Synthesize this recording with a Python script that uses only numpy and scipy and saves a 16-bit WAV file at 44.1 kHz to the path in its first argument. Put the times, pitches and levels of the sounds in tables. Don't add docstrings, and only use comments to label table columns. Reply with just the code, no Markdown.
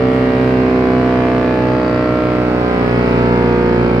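import sys
import numpy as np
from scipy import signal
from scipy.fft import rfft, irfft
from scipy.io import wavfile
from scipy.ndimage import uniform_filter1d, minimum_filter1d, map_coordinates

SR = 44100
rng = np.random.default_rng(int(sys.argv[2]) if len(sys.argv) > 2 else 0)


def generate_wav(signal):
    frames = np.transpose(np.atleast_2d(signal))
    scaled = np.clip(frames, -1, 1) * 32767
    pcm = np.round(scaled).astype(np.int16)
    wavfile.write(sys.argv[1], SR, pcm)


N = 176400
T = np.arange(N) / SR
FFT_SIZE = 65536
FREQS = np.arange(FFT_SIZE // 2 + 1) * SR / FFT_SIZE
BLADES, BLADE_HZ, SAG_HZ_PER_S, FIRST_PASS_S = 2, 64.23, 1.296, .0074

# (t/s, nearness 0-1, level/dB)
WALK_UP = [(0, 0, -0.5), (.6, 0.13, 0.5), (1.3, 0, 0.67), (2.1, 0, -0.5), (2.6, 0.27, 0), (3.2, 0.67, 1.53),
           (4, 0.98, -0.5)]
# (f/Hz, level/dB)
BLADE_COLOUR = [(30, -44), (60, -31.5), (125, -25), (185, -28.5), (260, -28), (420, -26.5), (500, -24.5),
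                (620, -28.5), (900, -44), (1400, -44), (2300, -54.5), (3400, -65.5), (4800, -75),
                (6500, -91), (10000, -102)]
# (f/Hz, width/Hz, level/dB)
HOUSING_MODES = [(254.2, 12.5, 12), (302.8, 3, -13.5), (304.3, 11.1, 13), (319.5, 2.5, -3), (357.1, 4.9, 9),
                 (380.2, 5.1, 6.5), (457, 16, 15), (477.8, 3.5, 5), (515.8, 7.2, -14), (568.3, 10.5, -18.5),
                 (573.2, 16, 12), (600, 37.4, -11), (615.1, 16.3, 14), (694, 8, 6.5), (730, 12, 5),
                 (779, 3, -15.5), (793, 6.7, -0.5), (915, 4.6, -4.5), (1112, 75, 2)]
# (f/Hz, level/dB)
CLOSE_EQ = [(60, 7.5), (125, 4), (185, 7.5), (250, 6.5), (320, -12.5), (370, 3.5), (430, 3), (490, -1),
            (680, 0.5), (950, -2), (1500, 2.5), (2300, -9.5), (4000, -11)]
# (multiple of the rotor speed, far level/dB, near level/dB)
DRONE_PARTIALS = [(3, -33.5, -41.5), (5, -35.5, -30), (7, -32.5, -30), (7.5, -37.5, -29.5),
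                  (8.5, -31, -30.5), (9, -31.5, -25), (9.5, -52, -40), (10.5, -38.5, -32.5),
                  (11, -48.5, -40.5), (13, -35.5, -28.5), (15, -36.5, -60), (19, -45.5, -30)]
# (f/Hz, level/dB)
AIR_COLOUR = [(25, -23), (80, -6.5), (180, 4.5), (300, 0.5), (420, -2), (650, -5.5), (1000, -8.5),
              (1500, -12), (2300, -14), (3300, -27), (4600, -25), (6300, -40), (9000, -45), (10500, -51.5),
              (13500, -47), (16000, -59)]
# (f/Hz, width at -6 dB/Hz, level/dB)
CAVITY_MODES = [(123.8, 13.6, -28.5), (259, 25, -34)]
# (t/s, level/dB)
TICK_FADER = [(0, -55), (1.3, -58), (2.45, -55), (2.95, -49.5), (3.4, -51.5), (4, -49.5)]
# (t/s, level/dB)
GRIT_FADER = [(0, -69), (.15, -56), (.27, -65.5), (.47, -58.5), (.62, -69), (1.7, -67.5), (2.4, -62),
              (2.9, -61.5), (3.25, -64), (3.5, -68), (4, -64)]
# (f/Hz, level/dB)
GRIT_EQ = [(2000, -21.5), (6000, -3), (9000, 2.5), (10500, -3.5), (12500, -2), (15700, -7.5)]
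# (f/Hz, level/dB)
SCATTER_COLOUR = [(40, -71.5), (120, -52), (250, -46.5), (420, -36), (650, -41), (1000, -38.5),
                  (1400, -42.5), (2300, -46), (3300, -58), (4700, -62.5), (6500, -77.5), (10000, -100)]
# (t/s, delay/s, level/dB)
SLAP_PATH = [(0, .0087, -11.5), (1.3, 0.0097, -6), (2.4, .0105, -4.5), (3.0, .0117, 2), (3.4, .0121, 0.5),
             (4, 0.013, 2)]
# (f/Hz, level/dB)
SLAP_COLOUR = [(100, -67), (400, -46.5), (800, -43.5), (1300, -45), (1900, -51), (2600, -52.5),
               (4000, -83.5), (10000, -105)]
# (peak t/s, rough f/Hz, fade to 1/e in s, level/dB)
WHINE_SWELLS = [(0.105, 1154, 0.28, -36), (0.304, 1915, 0.29, -38), (0.348, 2745, 0.46, -45.5),
                (.45, 764, 0.85, -32.5), (.75, 1202, .4, -35.5), (0.847, 1010, 0.28, -37.5),
                (1.09, 2324, 0.16, -37.5), (1.16, 1316, 0.25, -50), (1.24, 688, 0.31, -27.5),
                (1.23, 2380, 0.065, -43.5), (1.264, 1126, .5, -33.5), (1.398, 1185, 0.14, -39.5),
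                (1.427, 1746, 0.53, -38.5), (1.542, 1683, 0.2, -36), (1.7, 867, .22, -28.5),
                (2.02, 1232, 0.24, -46), (2.138, 1353, 0.35, -30), (2.146, 430, 1, -34.5),
                (2.598, 791, 0.11, -36), (2.71, 1032, 0.16, -35.5), (2.684, 1581, 0.11, -35),
                (2.904, 1693, 0.13, -38), (3.34, 1677, .15, -36), (3.87, 1362, .14, -34.5),
                (3.867, 1125, 0.17, -34), (3.384, 957, 0.38, -35), (3.374, 1256, 0.38, -34.5),
                (3.657, 892, 0.43, -27.5)]
# (peak t/s, f/Hz, width/Hz, fade to 1/e in s, level/dB, share of air noise 0-1)
PANEL_SWELLS = [(0.201, 3160, 900, 0.42, -42.5, 0.5), (1.15, 2346, 70, 0.18, -39.5, 0),
                (1.505, 2420, 110, 0.097, -39, 0), (1.92, 4600, 460, .22, -46, 0.4),
                (3.003, 4780, 398, .3, -52, .25), (2.595, 804, 330, 0.18, -28.5, 0.7),
                (2.952, 1170, 400, 0.34, -30, 0.5), (3.05, 2590, 119, .22, -41, .12),
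                (3.13, 2350, 130, 0.12, -48, 0.5), (3.494, 2520, 131, .13, -41.5, 0.2),
                (3.877, 2380, 170, .16, -36.5, 0.5)]


def amp(db):
    return 10 ** (np.asarray(db) / 20)


def unit(x):
    return x / np.sqrt(np.mean(x ** 2))


def curve(table, column=1):
    rows = np.array(table)
    return np.interp(T, rows[:, 0], rows[:, column])


def eq(points):
    rows = np.array(points)
    return np.interp(np.log(FREQS + 1), np.log(rows[:, 0]), rows[:, 1])


def bell(hz, width_hz):
    return 1 / (1 + ((FREQS - hz) / (width_hz / 2)) ** 2)


def response(db):
    cepstrum = irfft(np.log(amp(db)))
    cepstrum[1:FFT_SIZE // 2] *= 2
    cepstrum[FFT_SIZE // 2 + 1:] = 0
    return irfft(np.exp(rfft(cepstrum)))[:FFT_SIZE // 2]


def through(x, ir):
    return signal.fftconvolve(x, ir)[len(x) - N:len(x)]


def noise(db):
    return through(rng.standard_normal(N + FFT_SIZE // 2), response(db))


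def wander(hz):
    steps = rng.standard_normal(256)
    return map_coordinates(steps, [T * hz + 2], order=3, mode="mirror")


def swell(peak_s, fade_s):
    return np.exp(-((T - peak_s) / fade_s) ** 2)


def passes(t):
    return BLADE_HZ * (t - FIRST_PASS_S) - SAG_HZ_PER_S * t ** 2 / 2


def blade_pulses(spread_db=0.12):
    phase = passes(np.arange(-SR, N) / SR)
    number = np.arange(np.ceil(phase[0]) + 1, np.floor(phase[-1]) + 1)
    at = np.interp(number, phase, np.arange(len(phase)))
    dips = -amp(spread_db * rng.standard_normal(len(at))) * SR / BLADE_HZ / np.sqrt(2)
    signs = np.array([np.ones(len(at)), (-1) ** number])
    trains = np.zeros((2, len(phase) + 1))
    for step, share in ((0, 1 - at % 1), (1, at % 1)):
        trains[:, at.astype(int) + step] += share * dips * signs
    return trains[:, :-1]


def housing(pulses):
    colour = eq(BLADE_COLOUR) + sum(db * bell(hz, width) for hz, width, db in HOUSING_MODES)
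    far = through(pulses, response(colour))
    close = through(pulses, response(colour + eq(CLOSE_EQ)))
    nearness = curve(WALK_UP)
    return (1 - nearness) * far + nearness * close


def chute(x, hz=333, width_hz=31):
    b, a = signal.iirpeak(hz, hz / width_hz, fs=SR)
    return x - 2 * signal.lfilter(b, a, x)


def belt_drone(waver_db=0.3, waver_hz=1.4):
    turns, nearness, out = passes(T) / BLADES, curve(WALK_UP), 0
    for multiple, far_db, near_db in DRONE_PARTIALS:
        db = far_db + (near_db - far_db) * nearness + waver_db * wander(waver_hz)
        out += np.sqrt(2) * amp(db) * np.sin(2 * np.pi * multiple * turns)
    return out


def air_rush(level_db=-27.5, surge_depth=0.13, wide_above_hz=700):
    colour = eq(AIR_COLOUR)
    mid = noise(colour)
    side = noise(colour - 10 * np.log10(1 + (wide_above_hz / (FREQS + 1)) ** 2))
    surge = 1 + surge_depth * np.cos(2 * np.pi * passes(T))
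    return amp(level_db) * unit(np.array([mid + side, mid - side]) * surge)


def cavity_boom(close_db=-1):
    boom = 0
    for hz, width_hz, db in CAVITY_MODES:
        band = noise(20 * np.log10(bell(hz, width_hz) + 1e-6))
        boom += amp(db) * unit(band)
    return boom * amp(close_db * curve(WALK_UP))


def blade_ticks(pulses, hz=4680, width_hz=1440, flicker_db=1.5, left_over_right_db=10):
    ring = response(40 * np.log10(bell(hz, width_hz)))
    ticks = unit(through(pulses, ring) * amp(flicker_db * wander(BLADE_HZ)))
    pan = amp(np.array([[1], [-1]]) * left_over_right_db / 2)
    return amp(curve(TICK_FADER)) * ticks * pan


def grit(grain_spread_db=5.5, puff_height=1.2, puff_decay_passes=.25):
    grains = rng.standard_normal((2, N)) * amp(grain_spread_db * rng.standard_normal(N))
    puff = 1 + puff_height * np.exp(-(passes(T) % 1) / puff_decay_passes)
    colour = response(eq(GRIT_EQ))
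    hiss = np.array([through(ear * puff, colour) for ear in grains])
    return amp(curve(GRIT_FADER)) * unit(hiss)


def yard_scatter(pulses, spots=5, spot_s=1.33, decay_s=0.045):
    age, out = T[:FFT_SIZE // 8], np.zeros((2, N))
    coloured = signal.fftconvolve(pulses, response(eq(SCATTER_COLOUR)))[:len(pulses)]
    place = np.minimum(T / spot_s, spots - 1)
    for spot in range(spots):
        crossfade = np.cos(np.pi / 2 * np.clip(place - spot, -1, 1))
        for ear in range(2):
            tail = rng.standard_normal(len(age)) * np.exp(-age / decay_s)
            out[ear] += crossfade * through(coloured, tail / np.linalg.norm(tail))
    return out


def wall_slap(pulses):
    slap = through(pulses, response(eq(SLAP_COLOUR)))
    late = map_coordinates(slap, [(T - curve(SLAP_PATH)) * SR], order=1, mode="nearest")
    return -late * amp(curve(SLAP_PATH, column=2))


def whines():
    phase, out = passes(T), 0
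    for peak_s, hz, fade_s, db in WHINE_SWELLS:
        harmonic = np.round(hz / (BLADE_HZ - SAG_HZ_PER_S * peak_s))
        tone = np.sqrt(2) * np.sin(-2 * np.pi * harmonic * phase)
        out += amp(db) * swell(peak_s, fade_s) * tone
    return out


def panel_rings(pulses):
    drive, out = np.vstack([pulses[-N:], rng.standard_normal((2, N))]), 0
    for peak_s, hz, width_hz, fade_s, db, air_share in PANEL_SWELLS:
        b, a = signal.iirpeak(hz, hz / width_hz, fs=SR)
        rung = signal.lfilter(b, a, signal.lfilter(b, a, drive + 1e-18))
        struck, blown = unit(rung[0]), unit(rung[1:])
        panel = np.sqrt(1 - air_share) * struck + np.sqrt(air_share) * blown
        out += amp(db) * swell(peak_s, fade_s) * panel
    return out


def lean_right(x, right_over_left_db=2.5, above_hz=140):
    upper = signal.sosfilt(signal.butter(1, above_hz, "high", fs=SR, output="sos"), x)
    pan = amp(np.array([[-1], [1]]) * right_over_left_db / 2)
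    return x + upper * (pan - 1)


def turn_away(stereo, turn_s=(2.05, 2.8), lag_s=.00018):
    lag = np.interp(T, turn_s, [0, lag_s])
    left = map_coordinates(stereo[0], [(T - lag) * SR], order=3, mode="nearest")
    return np.array([left, stereo[1]])


def scene(blade_mismatch_db=-7.5):
    pulses, alternating = blade_pulses()
    buzz = chute(housing(pulses) + whines())
    machine = lean_right(buzz + belt_drone() + cavity_boom() + wall_slap(pulses))
    yard = yard_scatter(pulses) + amp(blade_mismatch_db) * yard_scatter(alternating)
    mix = machine + yard + blade_ticks(pulses) + air_rush() + panel_rings(pulses) + grit()
    return turn_away(mix) * amp(curve(WALK_UP, column=2))


def record(dry, top_hz=15700):
    peak = np.abs(dry).max(axis=0)
    needed = np.minimum(1, 1 / (peak + 1e-9))
    held = minimum_filter1d(needed, size=257)
    gain = uniform_filter1d(uniform_filter1d(held, size=129), size=129)
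    low_pass = signal.ellip(8, .2, 70, top_hz, fs=SR, output="sos")
    return signal.sosfilt(low_pass, dry * gain)


dry = scene()
out = record(dry)
generate_wav(out)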